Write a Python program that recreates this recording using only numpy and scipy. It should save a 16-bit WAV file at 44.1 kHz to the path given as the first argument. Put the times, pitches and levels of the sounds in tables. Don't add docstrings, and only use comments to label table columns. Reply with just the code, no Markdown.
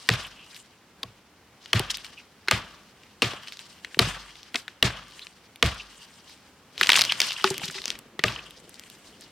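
import sys
import numpy as np
from scipy import signal
from scipy.fft import rfft, irfft
from scipy.io import wavfile
from scipy.ndimage import uniform_filter1d

SR = 44100
rng = np.random.default_rng(int(sys.argv[2]) if len(sys.argv) > 2 else 0)


def generate_wav(sig):
    pcm = np.round(np.clip(np.atleast_2d(sig).T, -1, 1) * 32767).astype(np.int16)
    wavfile.write(sys.argv[1], SR, pcm)


N = 410570

# (t/s, crack level/dB, crack centre f/Hz, trunk ring level/dB,
# bending wave level/dB, echo level re crack/dB, sway level re trunk ring/dB)
AXE_BLOWS = [(0.089, -5, 1900, -25.5, -24.5, -2, -24), (1.031, -20.5, 3800, -47, -37.5, -16.5, -16),
             (1.731, -5.5, 2270, -23.5, -24.5, -1.5, -13.5), (2.511, -9, 3040, -30.5, -18.5, 0.5, -17),
             (3.22, -6.5, 3400, -33, -22, -0.5, -19), (3.991, -0.5, 3660, -25.5, -18, -3, -18),
             (4.544, -19, 2430, -64, -27.5, -27, -5), (4.826, -4, 2860, -26.5, -22.5, -1.5, -17),
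             (5.626, -3.5, 2210, -26, -17, -3.5, -12.5), (8.238, -5.5, 2100, -32.5, -18, -3.5, -11)]
# (f/Hz, level/dB, t60/s)
TRUNK_MODES = [(113.6, 11, 0.1), (96.6, -10.5, 0.24), (134.5, -8.5, 0.2), (190, 4.5, 0.077)]
# (f/Hz, level/dB, t60/s)
SWAY_MODES = [(48.5, -11.5, 0.67), (68, 1.5, 0.21)]
# (f/Hz, level/dB, t60/s)
NOTCH_MODES = [(262, 1.5, 0.042), (372, -11, 0.091), (473, 0.5, 0.041), (647, -6, 0.067), (753, -23, 0.14),
               (1189, -2.5, 0.046), (1876, -6, 0.022)]


def blows():
    out, t = np.zeros((2, N)), np.arange(SR // 2) / SR
    for s, db, hz, ring_db, wave_db, echo_db, sway_db in AXE_BLOWS:
        crack = np.tanh(2 * burst(t[:2000], hz, 0.0028, 0.0033, -51.0))
        add(out, s, undb(db) * band(crack, 1400, 14.0))
        bending_wave(out, s, wave_db, t)
        add(out, s, undb(wave_db + 7.0) * ring(NOTCH_MODES, t, 3.5, 0.0085))
        trunk = ring(TRUNK_MODES, t, 1.5, .013)
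        sway = ring(SWAY_MODES, t, 4.2, 0.003)
        late_s = s + .011
        add(out, late_s, undb(ring_db + 12.0) * (trunk + undb(sway_db) * sway))
        echo = trees()
        ragged = flicker(echo.shape[1], 90, 1.8)
        add(out, s, undb(db + echo_db - 26.5) * echo * ragged)
    return pan(out, LEFT_DB)


def bending_wave(out, s, wave_db, t):
    chance = rng.standard_normal((3, 2))
    for delay_s, loss_db, (a, b) in zip((0, .002, .005), (0, -2.0, -5.0), chance):
        sweep_hz = 2600 * (1 + t / 0.00345) ** -1.4 * (1 + 0.308 * a)
        phase = 2 * np.pi * np.cumsum(sweep_hz) / SR
        wave = np.sin(phase) * fade(t, .022) * (1 - np.exp(-t / .001))
        wave = wave * flicker(len(t), 400, 5.7)
        add(out, s + delay_s * (1 + 0.17 * b), undb(wave_db + loss_db + 6.0) * wave)


# (t/s, peak level/dB, centre f/Hz, treble edge level re body/dB)
FIBRE_SNAPS = [(0.1014, -11, 2590, -30), (0.138, -13.5, 2830, -7), (0.546, -27, 3550, -7),
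               (0.564, -27.5, 2720, -7), (1.6588, -26.5, 3460, -26), (.156, -28, 3000, -17),
               (1.795, -7, 3040, -4.5), (1.944, -18.5, 3160, -27), (1.971, -22, 3060, -1),
               (1.983, -27, 3100, -21), (2.046, -24.5, 3230, -16), (2.4759, -28, 1350, -24),
               (2.4842, -6, 1780, -29), (2.5119, -1, 5500, -7), (3.3348, -25.5, 850, -24),
               (3.4736, -23, 3140, -21), (3.483, -23, 3880, -23), (3.523, -20.5, 3080, -8),
               (3.5713, -27.5, 4300, -16), (3.5924, -23, 3500, -16), (3.8474, -18.5, 2180, -23),
               (3.9454, -20, 2140, -33), (4.355, -31.5, 2740, -18), (4.431, -28, 3970, -18),
               (4.5575, -7, 4600, -23.5), (4.6805, -18, 1890, -26), (5.122, -33, 3470, -14),
               (5.1939, -24, 3240, -13), (5.2688, -27, 2880, -32), (5.559, -28.5, 3000, -9),
               (5.6617, -13, 2560, -13), (5.745, -34, 6500, -11), (6.7791, -17.5, 3840, -28),
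               (6.812, -1.5, 1740, -14.5), (6.8608, -18, 3000, -19), (6.8708, -8, 3920, -21),
               (6.8948, -5, 1170, -25), (6.9016, 2, 2800, -27), (6.9182, -3, 4500, -28),
               (6.9201, 3.5, 2950, -13), (6.9318, -4, 2860, -21), (6.942, -7, 2760, -19),
               (6.9558, -3, 2820, -27), (6.9602, -3, 4030, -20), (6.964, -2, 6300, -22),
               (6.9662, -13, 7240, -1), (6.9726, -5, 7200, -25), (6.9743, -6, 1370, -26),
               (6.9865, -6, 4160, -12), (6.992, -2, 3600, -14), (7.0108, 0, 4400, -12),
               (7.0171, 0, 4000, -10), (7.0205, -10, 3170, -12), (7.0385, -10, 4300, -10),
               (7.051, -8, 4630, -10), (7.1218, -2.5, 3330, -26), (7.203, 2, 4300, -18),
               (7.205, -11, 4580, -10), (7.2169, -3.5, 4440, -17), (7.307, -15, 2860, -23),
               (7.32, -14, 2960, -26), (7.4422, 0, 1366, -22), (7.5802, -13, 4480, -2),
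               (7.617, -26.5, 960, -18.5), (7.6564, -16.5, 4530, 1), (7.699, -23.5, 1810, -23),
               (7.8185, -21, 4100, -19), (7.8406, -21, 2750, -32), (7.8565, -8, 5350, -33),
               (7.8801, -12.5, 4600, -27), (7.9038, -7.5, 4100, -32), (7.9897, -23, 2980, 2.5),
               (8.193, -14, 1820, -22), (8.282, -13, 2960, -13), (8.3222, -23.5, 2970, -28),
               (8.3617, -33, 2900, -17), (8.508, -29, 3170, -2.5), (8.6937, -30.5, 1596, 10),
               (8.743, -29, 6050, -9), (8.7957, -24.5, 4290, -2), (8.837, -33, 3520, -10),
               (8.9, -28.5, 4020, 1), (9.21, -29, 7100, 1)]
SNAP_CYCLES = 12


def snaps():
    out, call, t = np.zeros((2, N)), np.zeros((1, N)), np.arange(3000) / SR
    for s, db, hz, bright_db in FIBRE_SNAPS:
        t60 = SNAP_CYCLES / hz
        snap = burst(t, hz, 0.000072, t60, bright_db)
        add(out, s, undb(db) * pan(snap, LEFT_DB + 1.4 * rng.standard_normal()))
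        call[0, int(s * SR)] = undb(db) * np.sqrt(t60 / 0.026)
    answer = signal.fftconvolve(call, trees(), axes=1)[:, :N]
    return out + undb(-37.5) * answer


# (t/s, peak level/dB, centre f/Hz, length/s)
WOOD_CRUNCHES = [(1.757, -13.5, 2050, 0.022), (1.902, -12.5, 4500, 0.022), (2.516, -11, 2100, 0.046),
                 (3.033, -37, 3000, 0.011), (3.224, -9.5, 2590, 0.028), (4.555, -15.5, 2250, 0.015),
                 (6.83, -4.5, 2960, 0.0093), (6.843, -17, 2180, 0.0093), (6.892, 7, 2620, 0.0024),
                 (6.967, -5, 2900, 0.0068), (7.473, -16, 2430, .012), (7.503, -10, 4630, 0.0076),
                 (7.543, -21, 2600, 0.0084), (7.565, -32, 2920, 0.0088), (7.596, -28, 1980, 0.0098),
                 (7.633, -21.5, 2180, 0.01), (7.679, -18.5, 3330, 0.018), (7.709, -24, 5500, 0.013),
                 (7.742, -24, 2700, 0.026), (7.78, -24, 1970, 0.018), (7.915, -29, 2200, 0.011),
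                 (7.952, -28, 2260, 0.0077)]
CRACKS_PER_S = 1400


def crunches():
    out, t = np.zeros((2, N)), np.arange(3000) / SR
    for s, db, hz, length_s in WOOD_CRUNCHES:
        when, size, sign = rng.random((3, len(t)))
        shape = np.sin(np.pi * np.clip(t / length_s, 0, 1) ** 0.22) + 1e-9
        sizes = (when < CRACKS_PER_S / SR) * undb(20.0 * size) + 0.39
        cracks = sizes * np.sign(sign - .5) * shape
        x = unit(band(cracks, hz, 0.53)) + undb(9.0) * unit(band(cracks, hz, 1.5))
        add(out, s, undb(db) * pan(x / np.max(np.abs(x)), LEFT_DB))
    return out


# (t/s, level/dB, freedom to ring as a factor on t60,
# ground thud level re ring/dB)
WOOD_KNOCKS = [(1.799, -14, 0.16, -4), (2.484, -24, 0.14, -18), (3.335, -17.5, 0.01, -19),
               (3.971, -17, 0.04, -9), (4.07, -15.5, 0.04, -3.5), (6.815, -21.5, 0.12, -9.5),
               (7.442, -16, 0.56, -5), (7.507, -23, 0.46, 3), (7.587, -51, 0, 19), (7.635, -43.5, 1.2, 19),
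               (7.684, -41.5, 0.16, 13), (7.751, -38, 0.9, -3), (8.191, -21, 0.11, -6)]
# (f/Hz, level/dB, t60/s)
LOG_MODES = [(383, 0, .24), (848, -1, .09), (560, -12, .03)]
THUD_HZ, THUD_T60_S = 160, .05


def knocks():
    out, t = np.zeros(N), np.arange(SR // 4) / SR
    for s, db, free, thud_db in WOOD_KNOCKS:
        modes = [(hz, mode_db, t60 * np.clip(free, .05, 1.3)) for hz, mode_db, t60 in LOG_MODES]
        hollow = ring(modes, t, 2.5, .0015, .005) * flicker(len(t), 60, 1.5)
        thud = ring([(THUD_HZ, thud_db, THUD_T60_S)], t, 0, .003, .08)
        add(out, s, undb(db) * (hollow + thud))
    return pan(out, LEFT_DB)


# (t/s, level/dB, centre f/Hz, swell time constant/s)
CHIP_SCUFFS = [(0.2402, -32, 2900, 0.0042), (0.341, -50.5, 2780, 0.032), (1.8983, -29, 3000, 0.0022),
               (2.169, -44.5, 2680, 0.0066), (5.214, -42.5, 3800, 0.0054), (5.7942, -35.5, 2760, 0.0047),
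               (7.091, -21, 2920, 0.0039), (7.29, -32.5, 2960, 0.0064), (7.362, -29, 2900, 0.0017),
               (7.405, -35, 3080, 0.0023), (8.278, -23, 2830, 0.0023), (8.359, -30.5, 2800, 0.0016),
               (8.388, -37.5, 2790, 0.0022),]


def scuffs():
    out = np.zeros((2, N))
    for s, db, hz, swell_s in CHIP_SCUFFS:
        t = np.arange(int(14 * swell_s * SR)) / SR
        swell = (t / swell_s * np.exp(1 - t / swell_s / 2) / 2) ** 2
        scuff = unit(band(rng.standard_normal(len(t)), hz, 0.31)) * swell
        add(out, s, undb(db) * scuff * flicker(len(t), 123, 2.0))
    return out


# (t/s, relative level/dB)
CROWN_DRAG = [(6.65, -70.5), (6.87, -43.5), (7.05, -76), (7.3, -67), (7.49, -47), (7.97, -48), (8.2, -56),
              (8.38, -47), (8.82, -57.5), (9.31, -53)]


def rustle():
    t = np.arange(N) / SR
    middle, treble = showers()
    low = undb(np.interp(t, *np.transpose(CROWN_DRAG), left=-90))
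    when, size, sign = rng.random((3, N))
    size_db = np.minimum(-4.5 * np.log(size + 1e-9), 16)
    clicks = unit((when < 700 / SR) * undb(size_db) * np.sign(sign - .5))
    # (centre f/Hz, width/octaves, level/dB, envelope)
    bands = ((73.0, 1.8, -15.5, low), (280, 1.75, -5.0, low),
             (1100, 0.57, -10.0, middle), (2040, 1.05, -2.5, middle),
             (3010, 0.26, -3.0, middle), (4200, 0.88, 1.5, middle),
             (7550, 0.53, 5.5, treble), (11700, 0.4, -6.5, treble))
    out, flurry = 0, flicker(N, 60, 2.8)
    for hz, octaves, db, envelope in bands:
        wide = min(.5 * hz / 3500, 1)
        hiss = rng.standard_normal(N) + wide * rng.standard_normal(N) * np.array([[1], [-1]])
        grains = band(clicks + 1.1 * hiss, hz, octaves) * flurry * flicker(N, 45, 3.9)
        out = out + undb(db) * envelope * unit(grains)
    return pan(out, LEFT_DB) + ticks(middle)


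# (loudest t/s, relative level/dB, treble level re middle/dB,
# build-up/s, dying away/s)
DEBRIS_SHOWERS = [(.25, -42, -17, 0.3, 0.026), (.56, -51.5, -4.5, 0.061, 0.071),
                  (1.692, -53, -23, 0.062, 0.097), (1.907, -33, -10.5, 0.006, 0.011),
                  (1.95, -47.5, -21, 0.038, 0.19), (2.05, -44, -12, 0.024, 0.03),
                  (3.5, -53, -10, 0.34, 0.6), (4.1, -44.5, -4.5, 0.1, 0.077),
                  (4.56, -39, -3.5, 0.013, 0.04), (5.2, -49.5, -9, 0.081, 0.13),
                  (5.97, -56, -9, 0.091, 0.49), (6.281, -53.5, -10, 0.032, 0.12), (6.96, -30, -8, .07, .11),
                  (6.84, -28.5, -17, 0.032, 0.045), (7.12, -30.5, -22, 0.078, 0.055),
                  (7.228, -32.5, -14, 0.035, 0.23), (7.47, -35, -9, 0.025, 0.1),
                  (7.64, -40.5, -6.5, 0.049, 0.083), (7.76, -38.5, -20, 0.041, 0.045),
                  (7.882, -40, -14.5, 0.072, 0.066), (8.8, -58.5, -4, 0.26, 0.66),
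                  (9.25, -53.5, -15, 0.15, 0.089)]
SHOWER_DROP_DB = 12
SHED_DB, SHED_TREBLE_DB, SHED_AFTER_S, SHED_DIES_S = -45, -17, 0.052, 0.38


def showers():
    t = np.arange(0, N, 32) / SR
    shed = [(b[0] + SHED_AFTER_S, b[1] + SHED_DB, SHED_TREBLE_DB, SHED_AFTER_S / 2, SHED_DIES_S)
            for b in AXE_BLOWS]
    power = 0
    for s, db, treble_db, rise_s, die_s in DEBRIS_SHOWERS + shed:
        distance = np.where(t < s, (s - t) / rise_s, (t - s) / die_s)
        level_db = db - SHOWER_DROP_DB * distance
        power = power + undb(np.array([level_db, level_db + treble_db])) ** 2
    return [np.interp(np.arange(N) / SR, t, np.sqrt(p)) for p in power]


TICKS_PER_S = 30
TICK_DB, TICK_SPREAD_DB = 8, 10


def ticks(middle):
    out, t = np.zeros((2, N)), np.arange(400) / SR
    for when, size, pitch, side in rng.random((int(TICKS_PER_S * N / SR), 4)):
        s = when * N / SR
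        tick = burst(t, 1800 * 2 ** (2 * pitch), .0001, 0.0027, -8 + 8.0 * pitch)
        gain = middle[int(s * SR)] * undb(TICK_DB + TICK_SPREAD_DB * size ** 2)
        add(out, s, gain * pan(tick, LEFT_DB + 4.1 * (side - .5)))
    return out


# (centre f/Hz, width/octaves, level/dB, t60/s)
ECHO_BANDS = [(143, 0.98, -3.5, 0.45), (306, 0.91, 5, 0.18), (626, 0.78, -3, 0.44), (1164, 0.093, -11, .8),
              (1313, 1, 2, 0.55), (2230, 0.88, 12, 0.19), (2920, 0.6, 2.5, 0.49), (4080, .8, 8.5, 0.23),
              (7100, 0.62, 2, 0.19), (11300, 0.47, -7, 0.21)]


def trees():
    t = np.arange(int(.6 * SR)) / SR
    mid, side = rng.standard_normal((2, len(ECHO_BANDS), len(t)))
    echo = 0
    for (hz, octaves, db, t60), m, d in zip(ECHO_BANDS, mid, side):
        wide = min(0.15 + 0.27 * hz / 3500, 1)
        noise = unit(band(m + wide * d * np.array([[1], [-1]]), hz, octaves))
        echo = echo + undb(db) * fade(t, t60) * flicker(len(t), 129.8, 2.16) * noise
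    return echo * (1 - np.exp(-(t / .022) ** 2))


# (f/Hz, relative spectral level/dB)
HUSH_SPECTRUM = [(18, -64), (30, -30), (70, -10), (127, -11.5), (199, -7.5), (328, -12), (374, -12),
                 (632, -16.5), (844, -15.5), (2480, -20.5), (16000, -40.5)]
HUSH_DB = -56.5


def hush():
    hz = np.maximum(np.fft.rfftfreq(N, 1 / SR), 1)
    knot_hz, knot_db = np.transpose(HUSH_SPECTRUM)
    colour = undb(np.interp(np.log(hz), np.log(knot_hz), knot_db))
    mid, side = rfft(rng.standard_normal((2, N))) * colour
    side = side * np.clip(hz / 6000, .1, 1)
    sway_db = unit(uniform_filter1d(rng.standard_normal(N), 9000))
    return unit(irfft(np.array([mid + side, mid - side]), N)) * undb(HUSH_DB + sway_db)


def burst(t, hz, hold_s, t60, bright_db):
    after = np.maximum(t - hold_s, 0)
    envelope = fade(after, t60) + undb(-8.0) * fade(after, 5 * t60)
    noise = np.sign(rng.standard_normal((4, len(t)))) * envelope
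    noise[:, 0] *= 4
    centre = unit(band(noise[0], hz, 0.84))
    body = unit(band(noise[1], 2980, 1.3))
    thud = unit(band(noise[3], 900, 2.04))
    edge = unit(band(noise[1] + .42 * noise[2] * np.array([[1], [-1]]), 8000, 1.2))
    x = centre + undb(-3.0) * body + undb(-16.5) * thud + undb(bright_db) * edge
    return x / np.max(np.abs(x))


def ring(modes, t, scatter_db, swell_s, detune=.03):
    out = 0
    for (hz, db, t60), (a, b) in zip(modes, rng.standard_normal((len(modes), 2))):
        swell = (1 - np.exp(-t / (swell_s * np.sqrt(100 / hz)))) ** 3
        tone = np.sin(2 * np.pi * hz * (1 + detune * b) * t)
        out = out + undb(db + scatter_db * a) * swell * fade(t, t60) * tone
    return out


def flicker(count, rate, spread_db):
    knots = rng.standard_normal(int(count / SR * rate) + 2)
    return undb(spread_db * np.interp(np.arange(count) * rate / SR, np.arange(len(knots)), knots))


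LEFT_DB = 1.7


def pan(x, db):
    treble = signal.sosfilt(signal.butter(2, 220, "high", fs=SR, output="sos"), x)
    return x + (undb(np.array([[db / 2], [-db / 2]])) - 1) * treble


def undb(db):
    return 10 ** (np.asarray(db) / 20)


def fade(t, t60):
    return np.exp(-np.log(1000) * t / t60)


def band(x, hz, octaves):
    edges = np.clip(hz * 2. ** np.array([-octaves / 2, octaves / 2]), 20, .45 * SR)
    return signal.sosfilt(signal.butter(2, edges, "band", fs=SR, output="sos"), x)


def unit(x):
    return x / np.sqrt(np.mean(x ** 2))


def add(out, s, x):
    i = int(s * SR)
    x = x[..., :N - i]
    out[..., i:i + x.shape[-1]] += x


def scene():
    wood = blows() + snaps() + crunches() + knocks()
    return wood + scuffs() + rustle() + hush()


TOP_HZ = 16600


def record(dry):
    rounded = .82 * np.tanh(dry / .82)
    return signal.sosfilt(signal.ellip(12, .2, 100, TOP_HZ, fs=SR, output="sos"), rounded)


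dry = scene()
out = record(dry)
generate_wav(out)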